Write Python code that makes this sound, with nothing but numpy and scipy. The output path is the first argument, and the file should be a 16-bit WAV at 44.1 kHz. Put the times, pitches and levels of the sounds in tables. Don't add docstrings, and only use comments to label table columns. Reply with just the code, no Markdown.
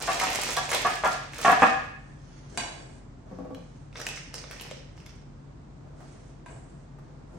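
import sys
import numpy as np
from scipy import signal
from scipy.fft import rfft, irfft
from scipy.io import wavfile
from scipy.ndimage import uniform_filter1d, minimum_filter1d

SR = 44100
rng = np.random.default_rng(int(sys.argv[2]) if len(sys.argv) > 2 else 0)


def transcribe(u):
    v = np.clip(np.atleast_2d(u).T, -1, 1)
    q = np.round(v * 32767).astype(np.int16)
    wavfile.write(sys.argv[1], SR, q)


N = 325458
TIME = np.arange(N) / SR
FILLED_S = 3

# [f/Hz, relative level/dB]
THUD_SPECTRUM = [(40, -38.5), (110, -19.5), (175, -9), (270, -5), (400, -27), (800, -23), (3000, -72)]
# [f/Hz, relative level/dB]
CLICK_SPECTRUM = [(200, -14), (500, -4), (1400, -7), (2600, 1), (4200, 0.5), (6000, -1), (9000, -7),
                  (12000, -6), (16000, -13)]


def bag(empty_db=-1.5, filled_db=3.0):
    # [f/Hz, relative level/dB]
    bare_film = [(100, -12), (250, 2.5), (600, 6.5), (1200, 2), (2400, 4.5), (4000, 3), (6200, 5),
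                 (9000, -1), (12000, -8), (16000, -2.5)]
    # [f/Hz, relative level/dB]
    creamy_film = [(100, -25), (450, 1.5), (1000, -7.5), (1900, -3), (2900, -4.5), (4000, -8.5),
                   (5700, 3.5), (7300, -7), (9200, -6.5), (10500, -58.5), (16000, -7)]
    empty = grip(filled=False) * crackle(bare_film, per_s=600, spread_db=4.2)
    filled = grip(filled=True) * crackle(creamy_film, per_s=500, spread_db=4.5)
    film = amp(empty_db) * empty + amp(filled_db) * filled
    return kitchen(film, wet_db=-1, early_db=-5)


def grip(filled):
    # [start t/s, tightening/s, hold/s, relative level/dB]
    holds = [(-.05, 0.0005, 0.017, -31.5), (0.083, 0.019, .13, -34), (0.24, 0.032, 0.22, -33.5),
             (0.56, 0.0038, 0.019, -37.5), (0.682, 0.035, 0.041, -31), (0.84, 0.023, 0.074, -40),
             (1.026, 0.022, 0.026, -37), (1.315, 0.12, 0.024, -31.5), (1.595, 0.0065, 0.027, -39),
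             (3.931, 0.039, 0.17, -50), (4.328, 0.0088, 0.015, -49.5), (4.498, 0.0039, 0.014, -50.5),
             (4.61, .015, 0.083, -57), (4.945, 0.015, 0.048, -66.5), (5.044, 0.004, 0.014, -63)]
    slack_db = -17
    settle_db_per_s = 107
    power, t = np.zeros(N), np.arange(SR) / SR
    for s, tighten_s, hold_s, db in holds:
        if (s > FILLED_S) == filled:
            tightening = slack_db * np.clip(1 - t / tighten_s, 0, 1)
            settling = settle_db_per_s * np.maximum(t - tighten_s - hold_s, 0)
            add(power, s, amp(db + tightening - settling) ** 2)
    return np.sqrt(power)


def crackle(spectrum, per_s, spread_db, count=9):
    t, swarm = np.arange(256) / SR, np.zeros(N)
    for hz in np.geomspace(900, 13000, num=count):
        facet = np.sin(2 * np.pi * hz * t) * np.exp(-hz * t / .6) * hz ** .75
        swarm += signal.oaconvolve(grains(per_s / count, spread_db), facet)[:N]
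    return evened(colour(swarm, spectrum))


def snaps(snap_db=-2.5, crease_db=-4):
    # [t/s, relative peak level/dB, pitch of the crease f/Hz, crispness above 6 kHz/dB]
    loud_creases = [(0.074, -26, 1770, -8), (0.1164, -24, 2560, -10), (0.131, -27, 3040, 2),
                    (.199, -21, 2400, -5), (0.237, -26, 2670, 19), (0.3578, -20.5, 2560, 4),
                    (0.417, -24, 3020, 18), (0.4342, -23, 2360, 5), (0.532, -30, 2980, 9),
                    (0.5668, -21, 3900, 2), (.692, -26.5, 2570, 0), (0.716, -21, 1960, -2),
                    (.730, -20, 2180, -15), (0.7471, -16.5, 3970, 8), (0.819, -30, 2830, 14),
                    (1.057, -27, 2680, -5), (1.334, -35, 2350, -13), (1.413, -37, 2610, 0),
                    (1.5166, -28, 1620, 20), (3.5474, -39, 2570, -7.5), (3.928, -47, 2500, -21),
                    (3.957, -35, 1966, -28), (4, -30.5, 1560, -11), (4.0151, -29, 1800, -4),
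                    (4.067, -20.5, 2610, -3.5), (4.089, -27.5, 3070, -1), (4.174, -35.5, 2300, -19),
                    (4.342, -29, 5340, 2), (4.44, -36.5, 1332, -33), (4.512, -34.5, 4500, 6),
                    (4.598, -33.5, 2780, -13), (4.6112, -30, 3440, 6.5), (4.62, -34, 2570, 15),
                    (4.712, -34, 2880, -13), (4.977, -47, 2000, -17), (5.002, -47.5, 2480, -14),
                    (5.063, -40, 3500, -0.5)]
    shiver_empty_s, shiver_filled_s = .003, .0016
    crease_cycles = 1
    small_per_s, small_db, small_spread_db = 55, 1, 3
    small_empty_db, small_filled_db = 6, 3
    crease_hz, crease_spread = 3170, 0.51
    strain_db = -8.5
    out, t = np.zeros(N), np.arange(2048) / SR

    def snap(s, gain, hz, bright_db):
        shiver_s = shiver_filled_s if s > FILLED_S else shiver_empty_s
        flip = 2 * (t == 0) + rng.standard_normal(len(t)) * np.exp(-t / shiver_s)
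        click = peaked(signal.fftconvolve(flip, pulse(CLICK_SPECTRUM, bright_db))[:len(t)])
        facet = np.cos(2 * np.pi * hz * t) * np.exp(-hz * t / crease_cycles)
        crease = signal.fftconvolve(flip, facet)[:len(t)]
        crease = peaked(signal.lfilter(*signal.butter(2, min(1.5 * hz, SR / 3), fs=SR), peaked(crease)))
        add(out, s, amp(snap_db) * gain * (click + amp(crease_db) * crease))

    for s, db, hz, crisp_db in loud_creases:
        snap(s, amp(db), hz, crisp_db)
    force = grip(filled=False) + grip(filled=True)
    tightest = -minimum_filter1d(-force, size=SR // 4)
    strained = force > amp(strain_db) * tightest
    for at in np.flatnonzero((rng.random(N) < small_per_s / SR) & strained):
        size, pitch = np.clip(rng.standard_normal(2), -2, 2)
        crisp_db = small_filled_db if at / SR > FILLED_S else small_empty_db
        gain = force[at] * amp(small_db + small_spread_db * size)
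        snap(at / SR, gain, crease_hz * np.exp(crease_spread * pitch), crisp_db)
    return kitchen(out, wet_db=-4.5, early_db=-9)


def glass(gap_s=.0028, ring_db=-4, chatter_db=-2):
    # [t/s, relative level/dB, length of the chatter/s]
    knocks = [(0.0797, -20.5, 0.029), (0.2133, -20.5, 0.026), (0.5709, -21.5, 0.018), (.636, -32, 0.0032),
              (0.7145, -29.5, 0.032), (0.849, -18, 0.029), (1.037, -16.5, 0.033), (1.4478, -13.5, 0.023),
              (1.479, -12, 0.026), (1.52, -14.5, 0.011), (1.621, -8.5, 0.021)]
    # [f/Hz, relative level/dB, time to fall by 60 dB/s]
    counter_modes = [(528, -10, 0.1), (700, -5, 0.06), (765, 0, 0.08), (955, -3, 0.1), (1120, 0, 0.06),
                     (1260, -2, 0.06), (1365, -20, .3), (1675, -1.5, 0.07), (1800, -7, 0.07),
                     (2580, -12.5, 0.06), (2725, -12, 0.06)]
    # [f/Hz, relative level/dB]
    contact_spectrum = [(60, -48), (300, -17.5), (550, 1), (750, -1), (900, 1), (1170, -5), (1450, -7.5),
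                        (1700, -10.5), (2250, -10.5), (2700, -23), (3300, -19.5), (6000, -66.5),
                        (12000, -92)]
    thud_db, thud_growth = -8.5, 1.68
    out = np.zeros(N)
    for s, db, length in knocks:
        gaps, force = rng.uniform(.6, 1.4, (2, 50))
        force[0] = 1.7
        at = (np.cumsum(gaps) - gaps[0]) * gap_s
        fade = np.exp(-np.maximum(at - length, 0) / 0.00061)
        contacts = np.zeros(SR // 2)
        contacts[(at * SR).astype(int)] = force * rng.choice([-1, 1], len(at)) * fade
        chatter = amp(chatter_db) * peaked(colour(contacts, contact_spectrum))
        thud = amp(thud_db + thud_growth * db) * peaked(colour(contacts, THUD_SPECTRUM))
        ringing = signal.fftconvolve(contacts, ring(counter_modes, spread=0.012))[:len(contacts)]
        add(out, s, thud + amp(db) * (chatter + amp(ring_db) * peaked(ringing)))
    return kitchen(out, wet_db=-3, early_db=-5)


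def clinks(steel_db=-10, shimmer_db=-18, shimmer_t60=0.44, tick_db=-5, base_db=-18, clack_t60=0.013):
    # [t/s, relative level/dB, change of the modes near 4.7 kHz by the point of contact/dB, hardness f/Hz]
    strikes = [(2.5745, -23, 0, 11400), (2.622, -66, -10, 1500), (2.636, -38.5, -24, 700),
               (6.461, -43, -13.5, 3500), (6.511, -59, -16, 1800)]
    # [f/Hz, relative level/dB, time to fall by 60 dB/s]
    bowl_modes = [(700, -3, .7), (964, -1, .4), (1075, -1, .45), (1583, -1, .26), (2200, -2, .25),
                  (2420, -3, .2), (2966, -3, .45), (3380, -8, .35), (3975, -6, .38), (4610, -4, .45),
                  (4716, -3.5, .7), (5561, -3, .4), (6540, -3, .35), (7235, -1, .6), (7520, -6, .45),
                  (7830, -7, .45), (8620, -3, .3), (9300, -5, .15)]
    # [f/Hz, relative level/dB]
    shimmer_spectrum = [(300, 1), (900, 24), (2000, -15), (3500, 8), (6000, 1), (9000, 3), (10500, -21),
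                        (16000, -51)]
    out, t = np.zeros(N), np.arange(SR // 2) / SR
    for s, db, mute_db, hard_hz in strikes:
        modes = []
        for hz, level, t60 in bowl_modes:
            nearness = np.exp(-(np.log(hz / 4700) / 0.7) ** 2)
            modes.append((hz, level + mute_db * nearness, t60))
        steel = peaked(sum(ring(modes, spread=.0055) for _ in range(5)))
        shimmer = colour(rng.standard_normal(len(t)), shimmer_spectrum)
        shimmer = peaked(shimmer * amp(-60 * t / shimmer_t60))
        damped = [(hz, level, clack_t60) for hz, level, _ in modes]
        clack = peaked(ring(damped, spread=0.006))
        add(clack, 0, amp(tick_db) * peaked(pulse(CLICK_SPECTRUM)))
        blow = clack + amp(steel_db) * steel + amp(shimmer_db) * shimmer
        blow = peaked(signal.lfilter(*signal.butter(1, hard_hz, fs=SR), blow))
        add(blow, 0, amp(base_db) * peaked(pulse(THUD_SPECTRUM)))
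        add(out, s, amp(db) * blow)
    return kitchen(out, wet_db=1.5, early_db=-4)


def scrape(hiss_db=-5, drag_db=-6):
    # [start t/s, length/s, hiss level/dB, drag level/dB, ring of the steel relative to the hiss/dB]
    rubs = [(1.968, 0.29, -68, -74, -6.5), (2.184, 0.65, -62, -81, -17), (2.489, 0.53, -60, -51.5, -1),
            (3.248, 0.27, -69, -51, -23), (3.52, 0.4, -67, -75, -9), (5.762, 0.7, -83.5, -58, -15),
            (5.955, 0.41, -64, -86, -6), (6.459, 0.19, -67.5, -52.5, 5), (6.63, 0.25, -72, -61.5, -1),
            (6.997, 0.26, -75, -59, -10), (7.26, 0.47, -72, -54, -5)]
    # [f/Hz, relative level/dB]
    hiss_spectrum = [(800, 12), (2000, 10), (4000, 5), (6300, 10.5), (7000, 3), (8500, -9), (10000, 0),
                     (12000, -68), (16000, -7)]
    # [f/Hz, relative level/dB]
    drag_spectrum = [(150, -6), (320, 8), (520, 1), (730, 4), (900, -7), (1550, -10.5), (3000, -31),
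                     (8000, -39)]
    sing_hz, sing_width_hz = 7940, 1600
    slide, push, bare = np.zeros((3, N))
    for s, length, slide_db, push_db, ring_db in rubs:
        add(slide, s, amp(slide_db) * stroke(length))
        add(push, s, amp(push_db) * stroke(length))
        add(bare, s, amp(slide_db + ring_db) * stroke(length))
    slips = grains(per_s=2100, spread_db=4.5)
    edges = [sing_hz - sing_width_hz / 2, sing_hz + sing_width_hz / 2]
    singing = evened(signal.lfilter(*signal.butter(2, edges, "bandpass", fs=SR), slips))
    hiss = amp(hiss_db) * (slide * evened(colour(slips, hiss_spectrum)) + bare * singing)
    drag = amp(drag_db) * push * evened(colour(grains(per_s=770, spread_db=2.0), drag_spectrum))
    return kitchen(hiss + drag, wet_db=2.5, early_db=4.0)


def stroke(length, peak=0.19):
    progress = np.arange(0, length, 1 / SR) / length
    return np.sqrt(np.interp(progress, [0, peak, 1], [0, 1, 0]))


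def bumps(grate_db=-3):
    # [t/s, length/s, relative level/dB]
    judders = [(3.313, 0.027, -44), (3.387, 0.023, -35.5), (3.405, 0.03, -44), (3.448, 0.04, -39.5),
               (3.506, .035, -39.5), (3.569, 0.021, -45.5), (7.344, .03, -48.5)]
    # [f/Hz, relative level/dB]
    grate_spectrum = [(100, -20), (280, -15), (600, 6.5), (1150, -16.5), (1800, -24), (8000, -39.5)]
    # [f/Hz, relative level/dB, time to fall by 60 dB/s]
    laden_modes = [(178, -7, 0.3), (272, 0, 0.08), (520, -4.5, 0.11), (845, -7, 0.05), (1140, -12, 0.06)]
    out = np.zeros(N)
    for s, length, db in judders:
        slips = judder(length, slip_s=.006)
        ringing = peaked(signal.fftconvolve(slips, ring(laden_modes, spread=.02))[:len(slips)])
        grate = peaked(colour(slips, grate_spectrum))
        add(out, s, amp(db) * (ringing + amp(grate_db) * grate))
    return kitchen(out, wet_db=-1, early_db=-3)


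def scuffs(slip_s=0.0048):
    # [t/s, length/s, relative level/dB]
    catches = [(5.87, .05, -58), (6.006, 0.064, -45.5), (6.987, .016, -48), (7.33, 0.07, -57)]
    # [f/Hz, relative level/dB]
    scuff_spectrum = [(200, -20), (520, -7), (745, 0), (920, -10), (1150, -9), (1600, -13), (3000, -30),
                      (9000, -35)]
    out = np.zeros(N)
    for s, length, db in catches:
        add(out, s, amp(db) * peaked(colour(judder(length, slip_s), scuff_spectrum)))
    return out


def judder(length, slip_s, count=40):
    gaps, force = rng.uniform(.4, 1.6, (2, count))
    force[0] = 1.6
    at = (np.cumsum(gaps) - gaps[0]) * slip_s
    slips = np.zeros(SR)
    slips[(at * SR).astype(int)] = force * rng.choice([-1, 1], count) * np.clip(1 - at / length, 0, 1)
    return slips


def cream(rise_s=0.0016, decay_s=0.0055):
    # [t/s, relative level/dB, pitch of the air pocket f/Hz]
    plops = [(4.343, -47, 476), (4.441, -46, 562), (4.506, -47.5, 523), (4.713, -38.5, 544)]
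    out, t = np.zeros(N), np.arange(SR // 8) / SR
    for s, db, hz in plops:
        swell = (1 - np.exp(-t / rise_s)) * np.exp(-t / decay_s)
        add(out, s, amp(db) * peaked(np.sin(2 * np.pi * hz * t) * swell))
    return out


def room_tone(waver=1.0, air_db=-48.5):
    # [f/Hz, relative level/dB]
    air_spectrum = [(15, -27), (25, -24), (49, -4.5), (87, -4.5), (141, -1.5), (190, -9.5), (263, -8.5),
                    (405, -16.5), (1070, -23), (2990, -39), (7310, -42.5), (9070, -48), (10100, -77.5),
                    (11600, -69), (16000, -84)]
    # [f/Hz, level/dB]
    hum_tones = [(45, -54), (141, -53.5), (176, -71)]
    air = np.array([colour(side, air_spectrum) for side in diffuse(rng.standard_normal((2, N)))])
    hum = np.zeros(N)
    for hz, db in hum_tones:
        drift = uniform_filter1d(rng.standard_normal(N), size=5000)
        drift = evened(uniform_filter1d(drift, size=3000))
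        hum += amp(db) * np.sqrt(2) * np.sin(2 * np.pi * hz * TIME + waver * drift)
    return amp(air_db) * evened(air) + hum


def kitchen(x, wet_db, early_db, port=0.32):
    # [f/Hz, time to fall by 60 dB/s]
    tail_times = [(100, 0.38), (500, 0.63), (1000, 0.52), (1800, 0.75), (3000, 0.68), (6000, 0.52),
                  (8500, 0.43), (12000, 0.35), (16000, 0.023)]
    echoes = rng.random((2, SR)) < 5000 / SR
    taps = rng.choice([-1., 1.], (2, SR)) * echoes * (np.arange(SR) > .004 * SR)
    hz, t, z = signal.stft(taps, SR, nperseg=256)
    fade = amp(-60 * t / read(tail_times, hz)[:, None])
    tail = signal.istft(z * fade, SR, nperseg=256)[1][:, :SR]
    tail = diffuse(tail / np.linalg.norm(tail[0]))
    out = amp(wet_db) * signal.fftconvolve(x[None], tail, axes=1)[:, :N]
    for k in range(3):
        early = np.zeros((2, 2048))
        for side in early:
            delay = rng.uniform(.0008, .016, size=24)
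            side[(delay * SR).astype(int)] = rng.choice([-1, 1], len(delay)) * np.exp(-delay / .008)
        early = diffuse(early / np.linalg.norm(early[0]))
        turn = np.sqrt(2 / 3) * np.cos(np.pi * (7 * TIME + k / 3))
        out += amp(early_db) * signal.oaconvolve((x * turn)[None], early, axes=1)[:, :N]
    direct = (x + port * np.pad(x, (5, 0))[:N]) / (1 + port)
    return out + np.array([np.pad(direct, (1, 0))[:N], direct])


def diffuse(pair):
    # [f/Hz, likeness from 0 to 1]
    likeness = [(50, 0.78), (130, 0.91), (250, 0.7), (500, 0.081), (2000, 0.024)]
    # [f/Hz, level/dB]
    pickup = [(100, 0), (9200, 0), (10500, -10), (11600, -4), (12800, -6), (14000, -13), (15300, -6)]
    a, b = rfft(pair)
    hz = np.fft.rfftfreq(pair.shape[1], 1 / SR)
    same = read(likeness, hz)
    sides = np.array([a, same * a + np.sqrt(1 - same ** 2) * b])
    return irfft(sides * amp(read(pickup, hz)), pair.shape[1])


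def ring(modes, spread=0):
    t = np.arange(SR // 2) / SR
    out = np.zeros(len(t))
    for k, (hz, db, t60) in enumerate(modes):
        shifted_hz = hz * (1 + spread * rng.normal())
        out += (-1) ** k * amp(db - 60 * t / t60) * np.sin(2 * np.pi * shifted_hz * t)
    return out


def grains(per_s, spread_db):
    chance, out = rng.random(N), np.zeros(N)
    at = np.flatnonzero(chance < per_s / SR)
    size = np.minimum(-np.log(chance[at] * SR / per_s), 4)
    out[at] = amp(spread_db * size) * (-1.) ** at
    return evened(out)


def pulse(spectrum, bright_db=0, size=2048):
    hz = abs(np.fft.fftfreq(size, 1 / SR))
    shelf = hz ** 4 / (hz ** 4 + 6000 ** 4)
    log_gain = np.log(amp(read(spectrum, hz) + bright_db * shelf))
    return np.fft.ifft(np.exp(np.conj(signal.hilbert(log_gain)))).real


def colour(x, spectrum):
    return signal.oaconvolve(x, pulse(spectrum))[:len(x)]


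def read(points, hz):
    f, value = np.transpose(points)
    return np.interp(np.log(hz + 1), np.log(f + 1), value)


def add(mix, s, sound):
    part = mix[max(round(s * SR), 0):][:len(sound)]
    part += sound[:len(part)]


def amp(db):
    return 10 ** (np.asarray(db) / 20)


def evened(x):
    return x / np.sqrt(np.mean(x ** 2) + 1e-20)


def peaked(x):
    return x / np.sqrt(uniform_filter1d(x ** 2, size=132).max() + 1e-20)


def scene():
    soft = kitchen(cream() + scuffs(), wet_db=-2, early_db=-2)
    return bag() + snaps() + glass() + clinks() + scrape() + bumps() + soft + room_tone()


def record(dry):
    # [f/Hz, left minus right/dB]
    balance = [(100, 0), (300, 2.5), (700, 0), (2400, -1), (4400, -6), (8000, -2), (12000, 1)]
    edge_hz = 16100
    tilt_db = read(balance, np.fft.rfftfreq(N, 1 / SR)) / 2
    heard = irfft(rfft(dry) * amp([tilt_db, -tilt_db]), N)
    low_pass = signal.firwin(511, edge_hz, window=("kaiser", 9), fs=SR)
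    return signal.oaconvolve(heard, low_pass[None], "same")


dry = scene()
out = record(dry)
transcribe(out)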